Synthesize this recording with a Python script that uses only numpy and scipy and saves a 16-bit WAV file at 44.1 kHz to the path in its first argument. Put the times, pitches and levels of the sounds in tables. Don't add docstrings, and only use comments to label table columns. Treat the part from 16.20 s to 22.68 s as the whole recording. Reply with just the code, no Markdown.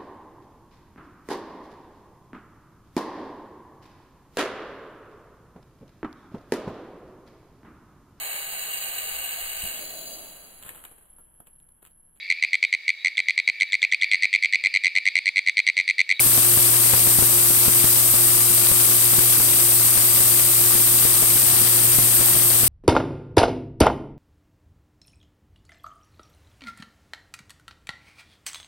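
import sys
import numpy as np
from scipy import signal
from scipy.fft import rfft, irfft
from scipy.io import wavfile

SR = 44100
rng = np.random.default_rng(int(sys.argv[2]) if len(sys.argv) > 2 else 0)


def generate_wav(sig):
    pcm = np.round(np.clip(np.atleast_2d(sig).T, -1, 1) * 32767).astype(np.int16)
    wavfile.write(sys.argv[1], SR, pcm)


N = 285768
T = np.arange(N) / SR
FREQS = np.arange(N // 2 + 1) * SR / N

# start in seconds, relative level of the pop in dB,
# relative level of its wake in dB.
STRONG_PUFFS = [(0.058, -20.5, -31), (0.175, -20, -28), (0.369, -23, -29), (0.73, -18.5, -26),
                (0.869, -22, -32), (0.983, -16, -28), (1.02, -17.5, -27), (1.301, -21.5, -32),
                (1.477, -16.5, -28), (1.638, -17, -29), (1.937, -21.5, -31), (2.299, -25, -32),
                (2.509, -21, -29.5), (2.929, -22, -31), (2.98, -19.5, -30), (3.194, -25, -30),
                (3.769, -21, -30), (4.001, -22, -34), (4.549, -21.5, -32), (4.847, -18.5, -30),
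                (5.02, -20, -28), (5.153, -24, -32), (5.329, -24, -31), (5.412, -21.5, -34),
                (5.781, -15, -27), (5.987, -22, -32), (6.005, -21, -30), (6.159, -23.5, -32),
                (6.429, -19, -31)]
PUFF_RISE_S = .0042
GUST_MIDDLE_S, GUST_HALF_S = 5.7, 0.71


def amp(db):
    return 10 ** (np.asarray(db) / 20)


def swell(middle_s, half_s):
    return np.exp(-((T - middle_s) / half_s) ** 2)


def drift(rate_hz):
    motion = irfft(rfft(rng.standard_normal(N)) / (1 + (FREQS / rate_hz) ** 4), N)
    return motion / motion.std()


def colour(noise, points, lift_db=0):
    hz, db = np.transpose(points)
    db = np.interp(np.log(FREQS + 1), np.log(hz), db) + lift_db
    return irfft(rfft(noise) * amp(db) * np.sqrt(SR / 2), N)


def delay(x, lag_s):
    return irfft(rfft(x) * np.exp(-2j * np.pi * FREQS * lag_s), N)


def cycle_angle(hz, wander):
    return 2 * np.pi * np.cumsum(hz * (1 + wander * drift(3.6))) / SR


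def partials(angle, rows, waver_db, left_lead_rad=0.47):
    tones = np.zeros((2, N))
    for multiple, left_db, right_db in rows:
        phase = multiple * angle + rng.uniform(0, 2 * np.pi)
        pair = np.array([amp(left_db) * np.sin(phase), amp(right_db) * np.sin(phase - left_lead_rad)])
        tones += np.sqrt(2) * pair * amp(waver_db * drift(2.8))
    return tones


def enclosure():
    # frequency in Hz, level in dB per Hz.
    room_tone = [(25, -83), (55, -83), (90, -77), (200, -74), (280, -68), (430, -83), (500, -80.5),
                 (700, -79.5), (1500, -78.5), (2100, -75.5), (3600, -76.5), (5000, -82), (15000, -93)]
    # centre in Hz, width in Hz, lift in dB.
    panels = [(574, 45, 15), (1170, 70, -1), (1263, 28, 10.5), (1890, 70, 4.5), (2600, 110, 3.5)]
    ring_db = sum(db / (1 + (2 * (FREQS - hz) / width) ** 2) for hz, width, db in panels)
    common, own = rng.standard_normal(N), rng.standard_normal((2, N))
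    alike = 1 / (1 + (FREQS / 700) ** 2)
    noise = irfft(rfft(common) * np.sqrt(alike) + rfft(own) * np.sqrt(1 - alike), N)
    return colour(noise, room_tone, ring_db)


def coolant_pump(shaft_hz=28.5):
    # multiple of the shaft rate, left level in dB, right level in dB.
    drone = [(2, -55, -51), (3, -70, -58), (4, -79, -73), (5, -63, -66), (6, -70, -69), (9, -65, -59),
             (10, -50.5, -52), (11, -66, -66), (14, -59, -68)]
    return partials(cycle_angle(shaft_hz, wander=0.00063), drone, waver_db=1.2, left_lead_rad=.2)


def spindle(turn_hz=118.3, whine_db=-42.5, lull_depth_db=7):
    # time in seconds, hum level in dB.
    load = [(0.1, -34.5), (0.29, -33.5), (5.19, -35), (5.78, -31.5), (6.02, -34), (6.22, -33),
            (6.45, -33.5)]
    # multiple of the turning rate, left and right dB against the hum level.
    harmonics = [(1, -0.5, 1), (2, -17.5, -16), (3, -14.5, -14.5), (4, -35, -28), (5, -36, -30),
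                 (6, -24, -31), (7, -28, -31), (8, -33, -23), (9, -22, -28), (11, -44, -20.5),
                 (12, -38, -43), (16, -29, -19)]
    angle = cycle_angle(turn_hz, wander=0.00042)
    hum = partials(angle, harmonics, waver_db=0.34) * amp(np.interp(T, *np.transpose(load)))
    whine = partials(angle, [(10, 0, -13.0)], waver_db=1.0, left_lead_rad=1.25)
    lull_db = lull_depth_db * swell(middle_s=5.8, half_s=.3)
    return hum + whine * amp(whine_db - lull_db)


def overload(hiss, knee_db):
    crest = np.abs(signal.hilbert(hiss)) / (hiss.std() * amp(knee_db))
    flattened = hiss / np.sqrt(1 + crest ** 2)
    return flattened * hiss.std() / flattened.std()


def nozzle(direct_share=0.31, lag_s=0.000323, surge_db=0.23, flicker_db=0.38):
    # frequency in Hz, level in dB per Hz.
    left_colour = [(2000, -80), (4400, -67.5), (4750, -60.5), (5200, -64.5), (6400, -64.5), (7700, -55.5),
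                   (8200, -48.5), (9700, -48.5), (10100, -53), (11000, -56), (11800, -61.5), (13800, -59.5),
                   (15000, -59), (15700, -60.5)]
    right_colour = [(2000, -90), (7400, -78), (8500, -80), (9900, -71.5), (10400, -72.5), (11400, -56),
                    (11900, -53.6), (12500, -47.3), (13200, -49.6), (13500, -55), (13900, -55.2),
                    (14300, -60.5), (15200, -57.3), (15700, -59.4)]
    jet, scattered = rng.standard_normal((2, N))
    right = direct_share * delay(jet, lag_s) + np.sqrt(1 - direct_share ** 2) * scattered
    right = colour(right * amp(flicker_db * drift(40)), right_colour)
    left = overload(colour(jet, left_colour), knee_db=4.0)
    return amp(surge_db * drift(13)) * np.array([left, right])


def add_eddy(pressure, start_s, size, swing_s, push_s=.00066, suction_s=0.00078):
    span = slice(int(start_s * SR), int((start_s + .03) * SR))
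    t = T[span] - start_s - PUFF_RISE_S
    push = np.exp(-(t / push_s) ** 2)
    first, second = (np.exp(-((t - k * swing_s) / suction_s) ** 2) for k in (1, 2))
    pressure[span] += size * (push - 0.5 * first - 0.39 * second)


def puffs(strong_gain_db=6.5, typical_swing_s=0.00248, weak_count=260, gust_lift_db=2.5):
    patter, strong = np.zeros((2, N))
    for when, size, pace in rng.random((weak_count, 3)):
        weak_db = -27 + 5.5 * (2 * size - 1.5)
        add_eddy(patter, when * T[-1], amp(weak_db), typical_swing_s * (.5 + pace))
    for start_s, pop_db, _ in STRONG_PUFFS:
        swing_s = typical_swing_s * np.exp(0.17 * rng.standard_normal())
        add_eddy(strong, start_s, amp(pop_db + strong_gain_db), swing_s)
    return strong + patter * amp(gust_lift_db * swell(GUST_MIDDLE_S, GUST_HALF_S))


def wakes(gain_db=4.5, decay_s=.016):
    # frequency in Hz, relative level in dB per Hz.
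    scuff_colour = [(80, -25), (300, -28.5), (700, -30.5), (1300, -32.5), (2500, -39), (6000, -42)]
    kicks = np.zeros(N)
    for start_s, _, wake_db in STRONG_PUFFS:
        kicks[int((start_s + PUFF_RISE_S) * SR)] = amp(wake_db + gain_db)
    tails = signal.lfilter([1], [1, -np.exp(-1 / (decay_s * SR))], kicks)
    return colour(tails * rng.standard_normal(N), scuff_colour)


def air_stream(flutter_hz=347.9, flutter_depth=0.32, trim_db=-1.2, gust_lift_db=0.6):
    # multiple of the flutter rate, left level in dB, right level in dB.
    flutter_tone = [(.5, -68, -64), (1, -35, -48.5), (2, -54, -55.5)]
    # frequency in Hz, relative level in dB per Hz.
    rush_colour = [(20, -75), (50, -69), (100, -61), (200, -64), (450, -64), (1000, -63), (1800, -64.5),
                   (4000, -62.5), (7000, -65), (15000, -68)]
    angle = cycle_angle(flutter_hz, wander=0.00035)
    flow_db = trim_db + gust_lift_db * swell(GUST_MIDDLE_S, GUST_HALF_S)
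    eddies_db = 1.95 * drift(240)
    surge_db = 0.7 * drift(13)
    strength = amp(flow_db + eddies_db + surge_db) * (1 + flutter_depth * np.sin(angle))
    rush = colour(rng.standard_normal(N) * strength, rush_colour)
    left = rush + puffs() + wakes()
    return partials(angle, flutter_tone, waver_db=1.5) + np.array([left, np.zeros(N)])


def scene():
    return spindle() + coolant_pump() + nozzle() + air_stream() + enclosure()


def record(dry, low_cut_hz=25, top_hz=15750):
    low_cut = signal.butter(1, low_cut_hz, "high", fs=SR, output="sos")
    high_cut = signal.ellip(12, .1, 80, top_hz, fs=SR, output="sos")
    return signal.sosfilt(high_cut, signal.sosfilt(low_cut, dry))


dry = scene()
out = record(dry)
generate_wav(out)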